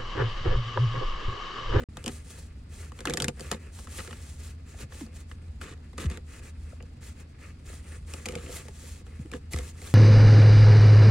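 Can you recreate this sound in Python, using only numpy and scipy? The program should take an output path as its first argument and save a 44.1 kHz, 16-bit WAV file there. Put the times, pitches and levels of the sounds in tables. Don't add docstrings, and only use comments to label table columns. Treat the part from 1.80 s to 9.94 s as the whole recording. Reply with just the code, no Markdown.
import sys
import numpy as np
from scipy import signal
from scipy.fft import rfft, irfft, next_fast_len
from scipy.io import wavfile
from scipy.ndimage import uniform_filter1d

SR = 44100
rng = np.random.default_rng(int(sys.argv[2]) if len(sys.argv) > 2 else 0)


def master_out(mix):
    frames = np.transpose(np.atleast_2d(mix))
    ceiling = np.clip(frames, -1, 1)
    pcm = np.round(ceiling * 32767).astype(np.int16)
    wavfile.write(sys.argv[1], SR, pcm)


N = 358974
T = np.arange(N) / SR


def undb(db):
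    return 10 ** (np.asarray(db) / 20)


def unit(x):
    return x / np.sqrt(np.mean(x ** 2) + 1e-18)


def burst(x):
    return x / np.sqrt(np.sum(x ** 2) / (SR / 100) + 1e-18)


def add(out, s, x):
    i = max(int(s * SR), 0)
    out[i:i + len(x)] += x[:N - i]


def colour(x, points, size=16384):
    points_hz, points_db = np.transpose(points)
    bins_hz = np.fft.rfftfreq(size, 1 / SR) + 1
    gain = undb(np.interp(np.log(bins_hz), np.log(points_hz), points_db))
    cepstrum = irfft(np.log(gain))
    cepstrum[1:size // 2] *= 2
    cepstrum[size // 2 + 1:] = 0
    impulse = irfft(np.exp(rfft(cepstrum)))
    return signal.fftconvolve(x, impulse[:len(x)])[:len(x)]


def resonate(x, hz, width):
    return signal.lfilter(*signal.iirpeak(hz, hz / width, fs=SR), x)


def walk(rate):
    k = int(SR / rate)
    steps = np.repeat(rng.standard_normal(N // k + 1), k)
    return unit(uniform_filter1d(uniform_filter1d(steps, k), k)[:N])


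def grains(rate, length, spread_db):
    chance = rng.random(length)
    size = np.minimum(rng.exponential(size=length), 4)
    return (chance < rate / SR) * undb(spread_db * size) * rng.choice([-1, 1], length)


def cabin(level_db=-44, hum_hz=80.94, hum_db=-47):
    # frequency in Hz, density in dB per Hz.
    air_spectrum = [(20, -13), (35, -12), (55, 0.5), (75, 3.5), (105, -9.5), (145, -9.5), (190, -16.5),
                    (240, -14), (330, -24.5), (520, -35), (700, -36.5), (2200, -48.5), (5000, -45.5),
                    (14000, -127)]
    mid = unit(colour(rng.standard_normal(N), air_spectrum))
    side = unit(colour(rng.standard_normal(N), air_spectrum))
    side = colour(side, [(60, -35.5), (200, -19.0), (600, 4.0), (4000, 2.0)])
    hum_phase = 2 * np.pi * np.cumsum(hum_hz + 1.305 * walk(7)) / SR
    hum = np.sqrt(2) * np.sin(hum_phase) * undb(hum_db + 1.0 * walk(5.9))
    return undb(level_db) * (mid + np.array([side, -side])) + hum


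def hand(speed_arch=1.08, press_arch=0.94, grip_swish_db=-71.5, grip_rasp_db=-64.5, grip_wander_db=0.1):
    # start in seconds, length in seconds, fastest point as 0-1 of the length,
    # speed (swish of the weave) in dB, pressure (rasp of the folds) in dB; cloth() trims and flickers them.
    strokes = [(0.0, 0.051, 0, -66, -55.5), (0.147, 0.15, 0.26, -62.5, -54.5),
               (0.274, .17, 0.38, -52.5, -56), (0.427, 0.27, 0.4, -52.5, -58),
               (0.883, 0.23, 0.56, -53, -54), (1.114, 0.48, 0.17, -60.5, -55),
               (1.541, 0.25, 0.68, -52.5, -49.5), (1.782, 0.17, 0.26, -63.5, -56.5),
               (1.915, 0.17, 0.44, -51, -63), (2.066, 0.2, 0.55, -46, -50), (2.225, 0.3, 0.07, -54, -55),
               (2.39, 0.26, 0.1, -54.5, -79), (2.558, 0.19, 0.51, -53, -57),
               (2.848, 0.18, 0.33, -58.5, -57.5), (2.949, 0.11, 0.61, -50, -53),
               (3.088, 0.21, 0.44, -51.5, -53), (3.318, 0.12, 0.46, -55, -65),
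               (3.47, 0.095, 0.53, -60, -62), (3.803, 0.14, 0.18, -54, -50), (4.168, 0.099, 0.44, -48, -47),
               (4.26, .12, 0.46, -60, -54.5), (4.451, 0.16, 0.78, -54.5, -53),
               (4.6, 0.12, 0.42, -54.5, -51), (4.784, 0.2, 0.5, -62.5, -61),
               (5.203, 0.15, 0.24, -52.5, -54.5), (5.349, 0.091, 0.63, -56.5, -52.5),
               (5.576, 0.16, 0.46, -58, -52), (5.834, 0.19, 0.47, -52.5, -54.5),
               (5.99, 0.22, 0.62, -57, -53), (6.256, 0.24, 0.29, -53, -51.5),
               (6.36, 0.61, 0.52, -55, -52.5), (6.65, 0.19, 0.58, -47, -55.5),
               (6.862, 0.38, 0.56, -51.5, -58.5), (7.218, 0.4, 0.24, -66, -64),
               (7.512, 0.091, 0.6, -60.5, -60), (7.705, 0.12, 0.32, -46, -60),
               (7.759, 0.17, 0.64, -49.5, -54), (7.907, 0.34, 0.66, -50, -53)]
    grip = undb(grip_wander_db * walk(11))
    speed = (undb(grip_swish_db) * grip) ** 2
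    press = (undb(grip_rasp_db) * grip) ** 2
    for s, length, fastest, swish_db, rasp_db in strokes:
        peak_s = s + length * np.clip(fastest, .05, .95)
        progress = np.interp(T, [s, peak_s, s + length], [0, .5, 1])
        on = (progress > 0) & (progress < 1)
        arch = np.sin(np.pi * progress[on])
        speed[on] += (undb(swish_db) * arch ** speed_arch) ** 2
        press[on] += (undb(rasp_db) * arch ** press_arch) ** 2
    return 10 * np.log10(speed), 10 * np.log10(press)


def steady_octaves(x, vary_db=-0.06, vary_per_s=9):
    size = next_fast_len(N)
    octave = np.clip(np.log2((np.fft.rfftfreq(size, 1 / SR) + 1) / 750), 0, 4)
    spectrum = rfft(x, size)
    out = np.zeros(N)
    for k in range(5):
        band = irfft(spectrum * np.maximum(1 - abs(octave - k), 0), size)[:N]
        out += band * undb(vary_db * walk(vary_per_s))
    return unit(out)


def cloth(speed_db, press_db, rasp_db=-3, weave_flicker_db=1.85, fold_flicker_db=2.0, brisk_db=-52,
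          sheen_db=-14, sheen_power=2.07, snag_db=16, tension_db=4):
    # frequency in Hz, density in dB per Hz.
    swish_spectrum = [(300, -1), (1500, -6), (3200, -4.5), (5200, -5), (7500, -2), (9300, -6.5),
                      (11000, -8), (12500, -19), (15500, -13.5)]
    sheen_spectrum = [(4000, -17), (8000, -9), (10500, 6), (12500, 2), (15500, -11), (18000, -30)]
    rasp_spectrum = [(150, 2), (480, 12.5), (750, -9), (1200, 5), (2100, 6.5), (2700, 4), (3400, -12),
                     (4600, -20), (6000, -29), (12000, -40)]
    # frequency in Hz, width in Hz, mean level in dB.
    weave_modes = [(1950, 220, -5.5), (3210, 160, -10.5), (4320, 540, -14), (7200, 980, -12),
                   (9000, 1160, -4)]
    brisk = speed_db - brisk_db + weave_flicker_db * walk(70)
    snags = undb(snag_db) * grains(90, N, spread_db=2.5)
    threads = colour(grains(20000, N, spread_db=4.5) + snags, swish_spectrum)
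    taut = sum(resonate(threads, hz, width) * undb(db + tension_db * walk(5.7))
               for hz, width, db in weave_modes)
    swish = steady_octaves(threads + taut) * undb(brisk)
    sheen = unit(colour(rng.standard_normal(N), sheen_spectrum)) * undb(sheen_db + sheen_power * brisk)
    rasp = unit(colour(grains(2800, N, spread_db=3.0), rasp_spectrum))
    rasp *= undb(press_db + rasp_db + fold_flicker_db * walk(50))
    return undb(brisk_db) * (swish + sheen) + rasp


def collar(force, detune=0.039):
    # frequency in Hz before the shift, width in Hz, level in dB.
    collar_modes = [(894, 48, 3), (1040, 43, 1), (1147, 187, 5.5), (1380, 86, 9), (1630, 390, 0.5),
                    (2004, 97, 6), (2560, 80, 0), (3050, 240, 5), (3150, 690, 2.5), (4900, 110, -17)]
    shift = np.exp(detune * rng.standard_normal(len(collar_modes)))
    return sum((-1) ** k * undb(db) * resonate(force, hz * shift[k], width)
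               for k, (hz, width, db) in enumerate(collar_modes))


def console(t, favoured_hz, scatter_db=1.0, swell_s=0.00091, detune=0.01, focus_db=5.5, focus_octaves=0.17):
    # frequency in Hz before a small random detuning,
    # t60 in seconds, level in dB before focus and scatter.
    console_modes = [(143.4, 0.1, 0.5), (228.4, 0.061, 3.5), (315, 0.041, -3.5), (390, 0.12, -3.5),
                     (462, 0.11, -3), (495, 0.07, 2.5), (566, 0.037, -4), (716, 0.032, -2.5),
                     (863, 0.072, -12), (1226, 0.026, -11.5)]
    ring = np.zeros(len(t))
    for hz, t60, db in console_modes:
        level_chance, sign_chance, pitch_chance = rng.standard_normal(3)
        focus = focus_db * np.exp(-(np.log2(hz / favoured_hz) / focus_octaves) ** 2)
        envelope = undb(db + focus + scatter_db * level_chance - 60 * t / t60)
        ring += envelope * np.sign(sign_chance) * np.sin(2 * np.pi * hz * (1 + detune * pitch_chance) * t)
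    return ring * (1 - np.exp(-t / swell_s))


def drags(fade_db=5, muffled_db=-8):
    # start in seconds, length in seconds, scrape level in dB,
    # console level in dB, slips a second, favoured console pitch in Hz.
    drag_list = [(0.0, 0.071, -67, -62, 167, 260), (0.262, .04, -60.5, -52, 170, 246),
                 (1.275, 0.23, -56, -45, 130, 240), (1.717, 0.031, -61.5, -61, 340, 850),
                 (2.184, 0.024, -61, -71, 200, 500), (2.279, 0.063, -70, -74, 130, 500),
                 (2.992, 0.049, -67.5, -69, 740, 477), (3.812, 0.13, -57.5, -64.5, 700, 445),
                 (4.18, 0.092, -53, -58, 270, 456), (4.311, 0.056, -59.5, -61.5, 400, 330),
                 (6.459, 0.17, -59.5, -57.5, 180, 478), (6.639, 0.15, -64, -58.5, 120, 500),
                 (7.528, 0.044, -64.5, -56, 550, 240), (7.73, 0.11, -57, -58, 220, 239)]
    # frequency in Hz, density in dB per Hz.
    scrape_spectrum = [(300, 18), (750, -7.5), (1200, 2.5), (1800, 6), (2700, 4.5), (4000, -3), (5500, -12),
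                       (7500, -2), (10000, -10), (15500, -39)]
    out, t = np.zeros(N), np.arange(SR // 4) / SR
    for s, length, scrape_db, body_db, rate, favoured_hz in drag_list:
        n = int(length * SR)
        slips = signal.lfilter([1], [1, -np.exp(-1000 / SR)], abs(grains(rate, n, spread_db=1.5)))
        easing = undb(-fade_db * np.arange(n) / n)
        force = (unit(slips) + .5) * rng.standard_normal(n) * easing
        force = np.pad(force, (0, len(t)))
        body = signal.fftconvolve(force, console(t, favoured_hz))[:len(force)]
        scrape = unit(colour(force, scrape_spectrum)) + undb(muffled_db) * unit(collar(force))
        mix = undb(scrape_db) * unit(scrape) + undb(body_db) * unit(body)
        add(out, s, mix * np.sqrt(len(force) / n))
    return out


def bumps(bend_s=0.00868, dull_db=-13):
    # start in seconds, level of the tone's peak in dB,
    # first pitch in Hz, last pitch in Hz, rise in seconds, t60 in seconds.
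    bump_list = [(0.0, -37.5, 295, 234, 0.0048, .18), (0.263, -41.5, 290, 235.5, 0.019, 0.37),
                 (1.269, -30, 428, 257, 0.0065, 0.081), (1.424, -36.5, 177, 132.5, 0.016, 0.25),
                 (1.716, -32.5, 474, 115, .008, 0.11), (2.944, -46.5, 750, 600, 0.0024, 0.017),
                 (3.033, -35, 198, 109, 0.0098, 0.068), (3.21, -30.5, 360, 262, 0.0083, 0.042),
                 (3.222, -38, 285, 221, 0.0092, 0.24), (4.238, -20.5, 720, 72, 0.036, .17),
                 (4.929, -42.5, 645, 470, 0.0057, 0.014), (5.9, -38.5, 470, 385, 0.0025, 0.014),
                 (7.39, -30.5, 406, 91.5, .013, 0.087), (7.449, -41, 382, 298, 0.0093, 0.06),
                 (7.535, -32, 376, 224, 0.011, 0.087), (7.737, -26, 200, 69.4, 0.022, 0.38)]
    out, t = np.zeros(N), np.arange(SR // 2) / SR
    for s, db, first_hz, last_hz, rise_s, t60 in bump_list:
        pitch = last_hz + (first_hz - last_hz) * np.exp(-t / bend_s)
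        tone = np.sin(2 * np.pi * np.cumsum(pitch) / SR)
        noise = rng.standard_normal(len(t))
        padding = unit(resonate(resonate(noise, last_hz, last_hz), last_hz, last_hz))
        swell = np.sin(np.pi / 2 * np.minimum(t / rise_s, 1)) ** 2
        decay = undb(db - 60 * np.maximum(t - rise_s, 0) / t60)
        add(out, s, swell * decay * (tone + undb(dull_db) * padding))
    return out


def creaks(press_db, per_s=9.0, over_press_db=-5, hardness_db=-10.5, middle_hz=2020, count=110):
    times = np.cumsum(rng.exponential(size=count)) / per_s
    octaves = np.clip(rng.standard_normal(count) / 2, -1, 1)
    return [(s, press_db[int(s * SR)] + over_press_db, hardness_db, middle_hz * 2 ** octave)
            for s, octave in zip(times, octaves) if s < T[-1]]


def even(force, size=120):
    spectrum = rfft(force)
    power = abs(uniform_filter1d(abs(spectrum) ** 2, size))
    return irfft(spectrum / np.sqrt(power + 1e-18), len(force))


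def snaps(events, creep_db=-14, chatter_db=-18, chatter_s=0.0092, edge_width_hz=850, knock_lag_s=0.00402,
          knock_hz=320, hard_knock_db=-34.5, hard_tick_db=-34, knock_slope=0.54):
    # frequency in Hz, density in dB per Hz.
    tick_spectrum = [(800, -15.5), (2500, -4.5), (4700, -1), (6000, -2.5), (7200, 0.5), (9000, -2.5),
                     (12000, -12.5), (15500, -27)]
    lead, creep_s, slip_s = .007, .002, .0007
    out, t = np.zeros(N), np.arange(SR // 10) / SR
    brief = t[:2048]
    since = np.maximum(brief - lead + slip_s, 0)
    creep = undb(creep_db) * np.exp(-abs(brief - lead) / creep_s)
    slip = (since / slip_s) ** 2 * np.exp(2 - 2 * since / slip_s) + creep
    for s, ring_db, hardness_db, hz in events:
        tick_db = ring_db + hardness_db
        knock_db = hard_knock_db + knock_slope * (tick_db - hard_tick_db)
        chatter = unit(grains(2400, len(brief), spread_db=2.5))
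        chatter *= undb(chatter_db) * (since > 0) * np.exp(-since / chatter_s)
        force = even(slip * rng.standard_normal(len(brief)) + chatter)
        edge = resonate(resonate(force, hz, edge_width_hz), hz, edge_width_hz)
        plastic = burst(collar(force)) + burst(edge)
        tick = burst(colour(force, tick_spectrum, size=1024))
        add(out, s - lead, undb(tick_db) * tick + undb(ring_db) * burst(plastic))
        add(out, s + knock_lag_s, undb(knock_db) * burst(console(t, knock_hz)))
    return out


def knocks():
    # start in seconds, level in dB, favoured console pitch in Hz.
    knock_list = [(1.283, -37.5, 500), (1.345, -39, 490), (1.381, -38, 500), (1.491, -42, 490),
                  (1.721, -31, 420), (5.008, -47.5, 413), (6.345, -44.5, 474), (6.464, -45, 600),
                  (6.492, -40, 500), (6.533, -37.5, 487), (6.561, -33, 484), (6.637, -47, 490),
                  (6.703, -49, 500), (6.853, -49, 480), (6.884, -45.5, 540), (7.038, -49, 480),
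                  (7.267, -53, 400), (7.789, -43.5, 571)]
    out, t = np.zeros(N), np.arange(SR // 6) / SR
    for s, db, favoured_hz in knock_list:
        add(out, s, undb(db) * burst(console(t, favoured_hz)))
    return out


def squeak(waver=0.076, catch_db=3, top_hz=3420):
    # start in seconds, length in seconds, first pitch in Hz and
    # last pitch in Hz before wavering, mean level in dB, step from one overtone to the next in dB.
    squeak_list = [(4.89, 0.024, 2750, 1550, -61, -25), (4.921, 0.0095, 1670, 1150, -54, -19),
                   (5.002, 0.006, 472, 435, -57, 1)]
    out, wobble, catches = np.zeros(N), walk(1200), walk(300)
    for s, length, first_hz, last_hz, db, overtone_db in squeak_list:
        i, n = int(s * SR), int(length * SR)
        hz = np.geomspace(first_hz, last_hz, n) * (1 + waver * wobble[i:i + n])
        phase = 2 * np.pi * np.cumsum(hz) / SR
        slips = sum(undb(overtone_db * (k - 1)) * (k * hz < top_hz) * np.sin(k * phase) for k in range(1, 8))
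        add(out, s, undb(db + catch_db * catches[i:i + n]) * signal.windows.tukey(n, .5) * slips)
    return out


def ports(x, side_db, front_db, t60, near_s=0.00082, left_lag_ms=0.019):
    t = np.arange(SR // 6) / SR
    lag = np.exp(-2j * np.pi * np.fft.rfftfreq(N, 1 / SR) * left_lag_ms / 1000)
    out = np.array([irfft(rfft(x) * lag, N), x])
    tail_colour = [(120, -20.5), (300, -12.5), (520, -0.5), (1000, -0.5), (2500, -1.5), (7000, 1.5),
                   (14000, -7.0)]
    for db, signs in ((front_db, [[1], [1]]), (side_db, [[1], [-1]])):
        tail = rng.standard_normal(len(t)) * undb(-60 * t / t60) * (t > near_s)
        tail = colour(tail / np.linalg.norm(tail), tail_colour)
        out = out + undb(db) * np.array(signs) * signal.fftconvolve(x, tail)[:N]
    return out


def scene(left_db=0.23, spread_db=-10):
    # moment in seconds, plastic ring in dB,
    # hardness (tick over ring) in dB, ring pitch in Hz.
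    snap_list = [(0.1709, -43, -6, 1160), (0.2416, -52, 5.5, 3040), (0.2617, -40.5, 2, 3080),
                 (0.2796, -41.5, 3.5, 3120), (1.12, -48.5, -16, 1160), (1.1903, -48, -6, 2830),
                 (1.2056, -48, -0.5, 1770), (1.2551, -31, -8.5, 1480), (1.272, -31.5, -17, 2530),
                 (1.2827, -40, -17, 1550), (1.2979, -37.5, -1.5, 1610), (1.3068, -40.5, -6, 2510),
                 (1.3175, -55, -10, 2200), (1.3375, -38, 5, 3200), (1.373, -33, 0, 1740),
                 (1.402, -32.5, -4, 2960), (1.4222, -38, 7, 4500), (1.4438, -33.5, 0, 1620),
                 (1.483, -34, 0.5, 2670), (1.5963, -49.5, 0.5, 1580), (1.6079, -57, 12.5, 4540),
                 (1.7152, -32.5, 0, 1020), (1.727, -40.5, -8, 950), (1.735, -46, -5, 1100),
                 (1.9895, -51, -18, 1200), (2.0723, -47.5, -14, 1270), (2.1825, -60, -5, 2200),
                 (2.1926, -44, -23, 1930), (2.2045, -50, -10, 1980), (2.276, -48, -4, 1990),
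                 (2.3095, -48, -10, 1250), (2.329, -44.5, -18, 1900), (3.123, -50, -19, 1240),
                 (3.2095, -50.5, -16, 1400), (3.2645, -62, -2, 4500), (3.5149, -47, -25, 1350),
                 (3.8146, -40.5, -14, 1720), (4.1324, -57.5, -11, 1120), (4.1805, -45.5, -0.5, 1150),
                 (4.212, -50, -15, 1180), (4.3004, -48.5, -1.5, 1810), (4.3735, -48, -4.5, 2010),
                 (5.026, -65.5, 6.5, 3000), (6.3377, -46, 3.5, 2580), (6.4575, -38, -4, 2380),
                 (6.4614, -49.5, 10, 1370), (6.4868, -41, -2, 2250), (6.5085, -52, -10, 2400),
                 (6.5228, -51.5, 1, 2370), (6.5539, -41.5, -4, 2350), (6.6626, -49.5, -20, 2620),
                 (6.884, -52, -2, 2000), (7.2665, -57, -11, 1710), (7.3205, -66, -13, 2000),
                 (7.3925, -62, -9, 2200), (7.459, -60.5, -7, 900), (7.5164, -50.5, 0, 2580),
                 (7.536, -39.5, -25, 1900), (7.7348, -41.5, 1.5, 2330), (7.7622, -48, 2.5, 1250),
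                 (7.775, -48, -13, 1700), (7.7875, -44.5, 0.5, 2160), (8.018, -55, 1, 2200),
                 (8.074, -52, -5, 3700)]
    air = cabin()
    speed_db, press_db = hand()
    folds = undb(spread_db) * cloth(speed_db, press_db)
    soft = ports(cloth(speed_db, press_db) + squeak(), side_db=-7, front_db=-9, t60=.06)
    soft = soft + np.array([folds, -folds])
    hits = drags() + bumps() + snaps(snap_list + creaks(press_db)) + knocks()
    hard = ports(hits, side_db=-4.5, front_db=-13, t60=.03)
    return (soft + hard) * undb([[left_db], [-left_db]]) + air


def record(dry, top_hz=15900):
    # start in seconds, end in seconds.
    mute_span = (0.040, 0.088)
    live = uniform_filter1d(1. * ((T < mute_span[0]) | (T > mute_span[1])), size=64)
    top_cut = signal.ellip(8, .2, 70, top_hz, fs=SR, output="sos")
    return signal.sosfilt(top_cut, dry * live)


dry = scene()
out = record(dry)
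master_out(out)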